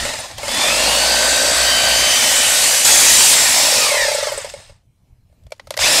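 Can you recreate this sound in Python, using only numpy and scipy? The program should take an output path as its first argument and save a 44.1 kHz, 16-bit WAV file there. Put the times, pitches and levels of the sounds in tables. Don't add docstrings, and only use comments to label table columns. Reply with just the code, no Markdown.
import sys
import numpy as np
from scipy import signal
from scipy.fft import rfft, irfft
from scipy.io import wavfile
from scipy.ndimage import uniform_filter1d

SR = 44100
rng = np.random.default_rng(int(sys.argv[2]) if len(sys.argv) > 2 else 0)


def waveform_to_disk(signal):
    frames = np.transpose(np.atleast_2d(signal))
    scaled = np.clip(frames, -1, 1) * 32767
    samples = np.round(scaled).astype(np.int16)
    wavfile.write(sys.argv[1], SR, samples)


def convert_level_to_amplitude(level_db):
    exponent = np.asarray(level_db, float) / 20
    return 10 ** exponent


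N = 264600
T = np.arange(N) / SR
HZ = np.fft.rfftfreq(N, 1 / SR)
STEPS = np.arange(0, N + 63, 63)


def evened(x):
    return x / np.sqrt(np.mean(x ** 2) + 1e-20)


def read(points, hz):
    f, value = np.transpose(points)
    return np.interp(np.log(hz + 1), np.log(f + 1), value)


def curves(rows, outside=None):
    s, *columns = np.transpose(rows)
    return [np.interp(T, s, c, outside, outside) for c in columns]


def add(mix, s, sound):
    part = mix[round(s * SR):][:len(sound)]
    part += sound[:len(part)]


def spell(start, end, edge=0.47):
    inside = np.minimum(T - start, end - T) / (end - start)
    return np.sin(np.pi / 2 * np.clip(inside / edge * 2, 0, 1)) ** 2


def fine(v):
    return np.interp(np.arange(N), STEPS, v)


def wander(rate_hz):
    slow = 1 + (np.fft.rfftfreq(len(STEPS), 63 / SR) / rate_hz) ** 4
    return evened(irfft(rfft(rng.standard_normal(len(STEPS))) / slow, len(STEPS)))


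def band(x, lo_hz, hi_hz):
    up, down = (1 / (1 + (f / (HZ + 1)) ** 8) for f in (lo_hz, hi_hz))
    return evened(irfft(rfft(x) * np.sqrt(up * (1 - down)), N))


def patchy(patchy_db, streak_db, bands_db):
    a, b, *fields = rng.standard_normal((N // 128 + 5, 257, 5)).T
    shapes = [(8, 20), (2, 12), (3, 150)]
    field_db = 0
    for db, field, (bins, frames) in zip((patchy_db, streak_db, bands_db), fields, shapes):
        smooth = uniform_filter1d(field, size=bins, axis=0)
        field_db = field_db + db * evened(uniform_filter1d(smooth, size=frames, axis=1))
    return signal.istft((a + 1j * b) * convert_level_to_amplitude(field_db), nperseg=512, noverlap=384)[1][:N]


TEETH = 26
# time in seconds, gear mesh in Hz.
SPEED = [(0, 810), (.37, 252), (.5, 850), (.62, 1166), (.8, 1387), (1, 1459), (1.1, 1522), (1.6, 1543),
         (1.9, 1527), (2.2, 1538), (2.5, 1494), (2.8, 1475), (3.2, 1455), (3.68, 1480), (4, 960),
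         (4.3, 520), (4.5, 270.2), (4.75, 60)]
# time in seconds, gear mesh in Hz.
RESPIN = [
    (5.78, 600),
    (5.83, 1036),
    (5.91, 1736),
    (6, 1667),
]


def mesh_speed():
    return curves(SPEED + RESPIN)[0]


def crank_turns():
    return np.cumsum(mesh_speed() * (1 + 0.001098 * fine(wander(24.9)))) / TEETH / SR


# time in seconds, effort in dB,
# brightness in dB.
WORK = [(0, -24, -7), (.2, -31, -6), (.372, -40, -12), (.385, -34, -9), (.5, -24.5, -4), (.62, -18, -5.5),
        (.8, -18, -3.5), (1.8, -18.5, -1.5), (2.3, -17, 2.5), (2.75, -18.5, 6), (2.9, -17, 5.5),
        (3.3, -18.5, 8.5), (3.4, -14.5, 3), (3.8, -20, 3.5), (4.1, -29, 1), (4.4, -38, 0.5),
        (4.7, -50.5, -15), (4.83, -76, -19)]
# time in seconds, effort in dB, brightness in dB.
REWORK = [
    (5.788, -30, -1),
    (5.81, -20, -6),
    (5.9, -16, -0.5),
    (6, -13, -1.5),
]
OVERLAP = (2.847, 3.346)
OVERLAP_DB = 3
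SINK_S, SINK_DB = 0.11, -4


def effort():
    rest = [(5, -110, 0), (5.785, -110, 0)]
    level_db, bright_db = curves(WORK + rest + REWORK)
    sink = np.clip(1 - (OVERLAP[0] - T) / SINK_S, 0, 1) * (T < OVERLAP[0])
    return level_db + SINK_DB * sink + OVERLAP_DB * spell(*OVERLAP, .01), bright_db


# frequency in Hz, width in Hz, boost in dB.
BODY = [(1850, 324, 6), (2852, 98, 2), (3400, 110, 1.5), (4760, 1500, 2.5), (5020, 130, 1),
        (6240, 300, -0.5), (8390, 500, 0.5)]


def body_db(hz):
    return sum(db / (1 + (2 * (hz - f) / w) ** 2) for f, w, db in BODY)


# frequency in Hz, level in dB per Hz.
ROAR_COLOUR = [(59, -46), (100, -15.5), (202, -11), (245, -6), (435, -19.5), (574, -6), (1180, -11),
               (1560, -8.5), (2600, 0), (2960, -3.5), (3580, 1), (4730, 2), (8050, 4.5), (14900, -12),
               (16300, -13)]
SPLITS_HZ = [420, 1100, 3500, 6500, 10500]
# trim in dB, share of the brightness, gain in dB with the
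LAYERS = [
    (-9, -0.23, 3, 0.45),
    (-2, 0.24, -1, 0),
    (-9.5, 0.16, 10.5, 0.02),
    (-4, 1, -4, 0.1),
    (-12, 0.59, 4, 0.02),
]
# start in seconds, end in seconds.
FREE = [
    (3.501, 3.95),
    (3.95, 4.36),
    (5.78, 5.9),
]
CLATTER, CLATTER_S = 0.56, 0.0051


def roar(turns):
    grains = rng.random(N) < 1500 / SR
    grit = grains * convert_level_to_amplitude(4.6 * np.minimum(rng.exponential(1, N), 3.01)) * rng.standard_normal(N)
    drive = evened(patchy(.8, 1.7, 1.4)) + .3 * evened(grit)
    drive = irfft(rfft(drive) * convert_level_to_amplitude(read(ROAR_COLOUR, HZ) + body_db(HZ)), N)
    level_db, bright_db = effort()
    free = sum(spell(*row) for row in FREE)
    edges = SPLITS_HZ + [SR]
    throb, clatter = np.cos(2 * np.pi * turns), np.ones(N)
    for s, _ in KNOCKS:
        add(clatter, s, CLATTER * np.exp(-T[:3000] / CLATTER_S))
    shake_db = level_db - 20.0 - 4.6 * (T > 2) + 9.0 * (T < .6)
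    shake = convert_level_to_amplitude(shake_db) * mesh_speed() / 1500 * band(drive, 90, edges[0])
    layers = np.zeros(N)
    for k, (trim_db, share, free_db, depth) in enumerate(LAYERS):
        gain = convert_level_to_amplitude(level_db + trim_db + share * bright_db + free_db * free)
        layers += gain * (1 + depth * throb) * band(drive, edges[k], edges[k + 1])
    return shake + clatter * layers


# family number, multiple of crank
# speed, level in dB.
WHINE = [(0, 26, 0), (0, 27, -3), (0, 65, -2), (0, 104, -3), (0, 105, -8), (1, 52, 0), (1, 53, -12),
         (1, 51, -11), (1, 48, -13), (2, 78, -5), (2, 79, -2), (2, 80, 0), (2, 81, 0), (2, 82, -3),
         (2, 73.6, -3), (3, 121, -7), (3, 130, 0), (3, 131, 0), (3, 132, -5), (4, 152, 3), (4, 200, 0),
         (4, 201, -1), (4, 202, -2), (5, 65, -4), (5, 79, 0), (5, 104, -2), (5, 130, -2), (5, 152, 2),
         (5, 182, -2), (5, 208, -3), (5, 256, 0), (6, 156, 0), (6, 155, -5)]
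# family number, start in seconds, end in seconds,
# level in dB.
SINGING = [(0, 0.4, 0.86, -39), (0, 0.85, 2.2, -27), (0, 2.24, 2.7, -33.5), (0, 3.75, 4.12, -28.5),
           (0, 4.2, 4.4, -43), (0, 5.79, 6.1, -35), (1, .48, 0.91, -36), (1, .56, 1.13, -25.5),
           (1, 1.1, 1.3, -27), (1, 1.55, 2.23, -21), (1, 2.015, 2.62, -21), (1, 2.55, 2.9, -27.5),
           (1, 3.76, 4.13, -23.5), (2, 0.65, 2.4, -30), (2, 3.75, 4.2, -44.5), (2, 5.79, 6.1, -27),
           (3, .55, 1.3, -39), (3, 1.15, 1.8, -27.5), (3, 5.79, 6.1, -35), (4, .5, 1.6, -51),
           (4, 2.4, 3.24, -33.5), (4, 3, 3.8, -47.5), (1, 5.815, 5.89, -16.5), (5, 3.78, 4.15, -32),
           (5, 4.05, 4.35, -39), (5, 4.28, 4.5, -45), (4, 3.7, 4.3, -42), (6, 0.6, 1.2, -30),
           (1, 4.1, 4.36, -36), (2, 0.94, 1.12, -39), (2, 1.532, 2.05, -37)]
FAINT_DB = [-28, -24.5, -25, -25, -33, -44, -45]


def whine(turns):
    at, level_db = np.minimum(STEPS, N - 1), effort()[0]
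    mesh_hz = mesh_speed()[at]
    gains = []
    for k, db in enumerate(FAINT_DB):
        singing = sum(convert_level_to_amplitude(row[3]) * spell(*row[1:3]) for row in SINGING if round(row[0]) == k)
        gains.append((convert_level_to_amplitude(level_db + db) + singing)[at])
    slack = np.clip(np.where(T[at] > 1.1, 4.2 - mesh_hz / 400, .2), .12, .62)
    lines = np.zeros(N)
    for k, order, db in WHINE:
        waver_db = 1.4 * wander(8) + 4 * slack * wander(45)
        level = gains[k] * convert_level_to_amplitude(db + waver_db + body_db(order * mesh_hz / TEETH))
        phase = order * turns + fine(.24 * slack * wander(150)) + rng.random()
        lines += fine(level) * np.sin(2 * np.pi * phase)
    return (1 + 0.29 * fine(slack) * np.cos(2 * np.pi * turns)) * lines


# frequency in Hz, level in dB, decay by 60 dB in seconds.
HOUSING = [(530.3, -3.5, 0.037), (566.7, 6.5, 0.024), (848.4, -3.5, 0.054), (930, 3, 0.014),
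           (1357, -6.5, 0.04), (2104, 3, 0.026), (2600, -5.5, 0.014), (8260, 4.5, 0.013)]


def knock(bright_db, chance, rise=0.003895, load=1):
    t = np.arange(2600) / SR
    ring = np.zeros(len(t))
    for k, ((hz, db, t60), u) in enumerate(zip(HOUSING, chance)):
        upper = k > 1
        decay_db = 60 * (t * load ** 3 / t60) ** 1.7
        phase = 2 * np.pi * (hz * load * (1 + 0.041 * u) * t + 3 * u * upper)
        ring += convert_level_to_amplitude(db + bright_db * upper - decay_db) * np.sin(phase)
    ring = ring * (1 - np.exp(-(t / rise) ** 2.4))
    return ring / abs(ring).max()


# time in seconds, peak in dB.
KNOCKS = [(.051, -14), (.089, -15.5), (.136, -16.5), (.188, -22), (.238, -38), (.383, -25), (.431, -15),
          (.48, -14.5), (.515, -18), (.545, -14), (3.918, -9.5), (3.943, -7.5), (3.969, -13.5),
          (3.994, -11.5), (4.018, -14), (4.05, -11.5), (4.083, -6), (4.116, -8), (4.148, -10),
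          (4.184, -10.5), (4.226, -10), (4.269, -10), (4.318, -14), (4.328, -20), (4.376, -15),
          (4.385, -22), (4.445, -17), (4.538, -21), (4.6, -38), (4.695, -35.5)]
# delay in seconds, level in dB.
REBOUNDS = [
    (0, 0),
    (.0069, -6),
    (.026, -12),
]
# start in seconds, end in seconds, peak in dB,
# crank thump in dB, load as a factor on the ring's pitch.
BLOWS = [
    (0.605, 1.487, -15, -36.5, 1.036),
    (1.352, 2.15, -14, -36, 1.147),
    (2.09, 2.845, -21.5, -46, 1.02),
    (2.8, 3.449, -28.5, -42.5, 0.83),
    (3.715, 3.915, -13.5, -57, 1.01),
    (5.805, 6.1, -18, -53.5, 1.01),
]
RISING_DB, COASTING_DB = -0.5, -10
EVEN = .55


def hammer(turns):
    out = np.zeros(N)
    at = np.flatnonzero(np.diff(np.floor(turns)))
    chance = rng.standard_normal((400, len(HOUSING) + 1))
    for start, end, db, _, load in BLOWS:
        strength = convert_level_to_amplitude(db) * spell(start, end, 0.11)
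        for i, u in zip(at, chance):
            if strength[i] > 0:
                add(out, i / SR, strength[i] * convert_level_to_amplitude(1.3 * u[-1]) * knock(-8, u, .003, load))
    for (s, db), u in zip(KNOCKS, rng.standard_normal((len(KNOCKS), len(HOUSING)))):
        bright_db = RISING_DB if s < 1 else COASTING_DB
        blow = knock(bright_db, EVEN * u, .0045 if 1 < s < 4.35 else .0025, 1.02)
        lead_s = .003 * (1 if 1 < s < 4.2 else .5)
        for delay, rebound_db in REBOUNDS:
            add(out, s - lead_s + delay, convert_level_to_amplitude(db + rebound_db) * blow)
    out = signal.sosfilt(signal.butter(4, 370, "high", fs=SR, output="sos"), out)
    piston = np.sin(2 * np.pi * turns) + 0.24 * np.sin(4 * np.pi * turns)
    thump = sum(convert_level_to_amplitude(row[3]) * spell(*row[:2]) for row in BLOWS)
    return out + thump * convert_level_to_amplitude(1.5 * fine(wander(8)) + 2.5) * piston


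# time in seconds, peak in dB, housing knock in dB, ring in Hz,
# tilt in dB per octave.
TAPS = [(.052, -13, -45, 2500, 6), (.137, -17, -42, 2540, 0.1), (0.3116, -21, -48, 1900, 0),
        (.381, -16, -33, 3140, 8), (.44, -27, -36, 1790, 0.5), (4.497, -19, -42, 2720, 0),
        (5.2964, -63, -61, 2280, .1), (5.3254, -53, -53, 2230, -3), (5.4355, -48.5, -59, 7900, 4),
        (5.466, -39, -44.5, 3400, 1), (5.505, -41, -49, 2300, 10), (5.5195, -15.5, -21, 2310, -0.5),
        (5.563, -46, -62, 3490, 1.5), (5.579, -48, -62, 7000, 4), (5.596, -20, -39, 1980, -5.5),
        (5.671, -27, -35, 1300, 2), (5.706, -3.5, -19.5, 3450, 2), (5.719, -32, -45, 6930, 1),
        (5.726, -38, -45, 8450, 0), (5.7395, -14.5, -34, 1992, -3), (5.7677, -13, -26, 1562, 5),
        (5.7741, -1, -20, 1980, 3), (5.7907, 0, -24, 4910, -5)]
# frequency in Hz, level in dB per Hz.
TAP_COLOUR = [(530, -36), (900, 0), (1680, -4), (2270, -1), (2930, -2.5), (4360, 1), (13700, -18),
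              (16000, -44)]
HARD_T60_S, SOFT_T60_S = .012, .023


def taps():
    out, t = np.zeros(N), np.arange(4096) / SR
    bins = np.fft.rfftfreq(len(t), 1 / SR)
    for (s, db, knock_db, hz, tilt_db), noise in zip(TAPS, rng.standard_normal((len(TAPS), len(t)))):
        colour = convert_level_to_amplitude(read(TAP_COLOUR, bins) + tilt_db * np.log2(bins / 3000 + .1))
        grit = evened(irfft(rfft(noise) * colour))
        decay = convert_level_to_amplitude(-60 * t / (HARD_T60_S if db > -12 else SOFT_T60_S))
        tail = grit * convert_level_to_amplitude(-27.0 - 60 * t / 0.18)
        burst = (grit + 0.96 * np.sin(2 * np.pi * hz * t)) * decay + tail
        add(out, s, convert_level_to_amplitude(db - 7.5) * burst * (1 - np.exp(-t / 0.001)))
        add(out, s, convert_level_to_amplitude(knock_db + 3) * knock(-13, EVEN * noise, .002, 1.05))
    return signal.sosfilt(signal.butter(4, 430, "high", fs=SR, output="sos"), out)


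# start in seconds, length in seconds, start in Hz,
# end in Hz, level in dB.
SQUEALS = [
    (.193, .022, 9450, 8900, -26),
    (.48, .14, 3450, 3500, -24),
    (.57, .15, 3500, 3560, -18),
    (.64, .16, 4950, 5060, -25),
    (.55, .2, 8500, 8750, -27),
    (1.88, .5, 6230, 5950, -20),
    (2.84, .35, 2350, 2450, -25),
    (2.86, .25, 6700, 7000, -21),
    (3.5, .25, 5600, 5100, -23),
    (5.81, .05, 5000, 4950, -21),
]
FUZZ_HZ = 60


def squeals():
    out = np.zeros(N)
    for s, length, start_hz, end_hz, db in SQUEALS:
        glide = np.linspace(0, 1, round(length * SR))
        flutter = 1.7
        if length > .035:
            chance = fine(1 + wander(FUZZ_HZ) + 1j * wander(FUZZ_HZ))[:len(glide)]
            flutter = 1.1 + .8 * chance
        tone = np.exp(2j * np.pi * np.cumsum(start_hz + (end_hz - start_hz) * glide) / SR)
        add(out, s, convert_level_to_amplitude(db) * 0.5 * np.sin(np.pi * glide) * (flutter * tone).real)
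    return out


# frequency in Hz, width in Hz, level in dB.
LOOSE = [(1335, 40, -9), (1745, 45, 1.5), (2070, 55, -1.5), (2240, 45, -1), (2690, 45, -5.5),
         (3595, 80, -4), (5120, 200, 4), (6270, 150, -3), (8300, 500, -1)]
# start in seconds, end in seconds, level in dB relative to the effort.
COASTS = [
    (-.3, .4, -10),
    (3.95, 4.85, -4.5),
]
# time in seconds, peak in dB, frequency in Hz.
CHINKS = [(4.085, -22, 8600), (4.114, -13, 8600), (4.146, -7, 8100), (4.19, -16, 8000), (4.23, -20, 8000),
          (4.273, -29, 8600), (4.2947, -25, 7230), (4.32, -23, 11500), (4.3755, -14, 8200),
          (4.4134, -21, 7400), (4.4448, -23, 8160), (4.4977, -25, 7390), (4.5361, -28, 8180),
          (4.59, -40, 8200), (4.612, -41, 8200), (4.6309, -41, 8300), (4.652, -49, 8200),
          (4.6803, -50, 8340), (4.715, -52, 8200), (4.7616, -57, 8270)]
CHINK_T60_S, CHINK_WIDTH_HZ = 0.058, 1700


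def loose():
    peaks = sum(convert_level_to_amplitude(db) / (1 + (2 * (HZ - f) / w) ** 2) for f, w, db in LOOSE)
    hum = evened(irfft(rfft(rng.standard_normal(N)) * peaks, N))
    out = convert_level_to_amplitude(effort()[0]) * sum(convert_level_to_amplitude(db) * spell(start, end) for start, end, db in COASTS) * hum
    t = np.arange(3000) / SR
    bins = np.fft.rfftfreq(len(t), 1 / SR)
    for (s, db, hz), noise in zip(CHINKS, rng.standard_normal((len(CHINKS), len(t)))):
        ring = evened(irfft(rfft(noise) / (1 + (2 * (bins - hz) / CHINK_WIDTH_HZ) ** 2)))
        add(out, s, convert_level_to_amplitude(db - 7.5 - 60 * t / CHINK_T60_S) * (1 - np.exp(-t / .0011)) * ring)
    return out


# frequency in Hz, level in dB per Hz.
AIR = [(12, -32.5), (20, -7.5), (48, -9.5), (81, -8.5), (134, -14.5), (146, -24.5), (182, -24.5),
       (204, -32.5), (3740, -55), (14300, -60.5), (16000, -64.5)]
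# start in seconds, end in seconds, level in dB.
GUSTS = [
    (-.1, .12, -46.5),
    (4.45, 4.9, -56),
    (4.89, 4.915, -52),
    (.28, 0.462, -44),
    (5.077, 5.169, -45),
    (5.424, 5.5, -50),
    (5.77, 5.88, -32),
]
# time in seconds, rustle in dB.
HANDLING = [
    (4.55, -59),
    (4.75, -72),
    (5.05, -66),
    (5.25, -68.5),
    (5.35, -64),
    (5.6, -64),
    (5.75, -49),
]
# frequency in Hz, level in dB.
ELECTRONICS = [(4000, -91), (8000, -88.5), (9000, -92), (10000, -88)]
BREEZE_DB, LUMPS_DB, SHAKEN_DB, SCUFF_DB = -56, 4, -47, -6.5


def air():
    noise = irfft(rfft(patchy(1.77, 1.3, 2.3)) * convert_level_to_amplitude(read(AIR, HZ)), N)
    rustle_db, = curves(HANDLING)
    breeze = convert_level_to_amplitude(BREEZE_DB + LUMPS_DB * fine(wander(12)))
    shaken = convert_level_to_amplitude(SHAKEN_DB) * np.clip(1 + (effort()[0] + 22) / 20, 0, 1)
    gusts = sum(convert_level_to_amplitude(db) * spell(start, end, 0.93) for start, end, db in GUSTS)
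    wind = (breeze + shaken + gusts) * band(noise, 14, 200)
    rustle = convert_level_to_amplitude(rustle_db) * band(noise, 200, 920)
    scuff = convert_level_to_amplitude(rustle_db + SCUFF_DB) * band(noise, 1800, SR)
    whistle = sum(convert_level_to_amplitude(db) * np.sin(2 * np.pi * hz * T) for hz, db in ELECTRONICS)
    return wind + rustle + scuff + whistle


def scene():
    turns = crank_turns()
    mono = whine(turns) + roar(turns) + hammer(turns) + taps() + squeals() + air() + loose()
    return np.array([mono, mono])


# frequency in Hz, share of patches left empty from 0 to 1.
STARVED = [(10000, 0.03), (12500, 0), (14000, .14), (15000, 0.2), (15800, .55)]


def starve(x):
    hz, t, z = signal.stft(x, SR, nperseg=1024)
    chance = rng.random((len(hz) // 6 + 1, len(t) // 3 + 1))
    patch = chance.repeat(6, axis=0).repeat(3, axis=1)[:len(hz), :len(t)]
    share = read(STARVED, hz)[:, None] * (hz[:, None] > STARVED[0][0])
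    share = share * np.where((t > OVERLAP[0]) & (t < 3.85), .12, 1)
    return signal.istft(z * (patch > share), SR, nperseg=1024)[1][:, :N]


def fills(mid):
    side, hz = np.zeros(N), np.fft.rfftfreq(2048, 1 / SR)
    for when, where in rng.random((17, 2)):
        s, lo_hz = 1 + 2.5 * np.sqrt(when), 4200 + 9000 * where ** 2
        z = rfft(mid[round(s * SR) - 1024:][:2048]) * (hz > lo_hz) * (hz < lo_hz + 1800)
        shuffled = irfft(z * np.exp(2j * np.pi * rng.random(len(hz))))
        add(side, s - 1024 / SR, shuffled * signal.windows.tukey(2048, .7))
    return convert_level_to_amplitude(-6.0) * side * [[1], [-1]]


def low_pass(x):
    return signal.sosfilt(signal.butter(12, 16420, fs=SR, output="sos"), x)


CEILING_ONE, CEILING_TWO = 0.45, 0.59


def record(dry):
    ceiling = CEILING_ONE + (CEILING_TWO - CEILING_ONE) * spell(*OVERLAP, .01)
    knee = 3.8
    bent = dry / (1 + abs(dry / ceiling) ** knee) ** (1 / knee)
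    lowpass = signal.firwin(767, 15700, window=("kaiser", 9), fs=SR)
    bent = signal.oaconvolve(bent, lowpass[None], "same")
    mix = np.clip(starve(bent) + fills(bent[0]), -1, 1)
    return low_pass(mix)


dry = scene()
out = record(dry)
waveform_to_disk(out)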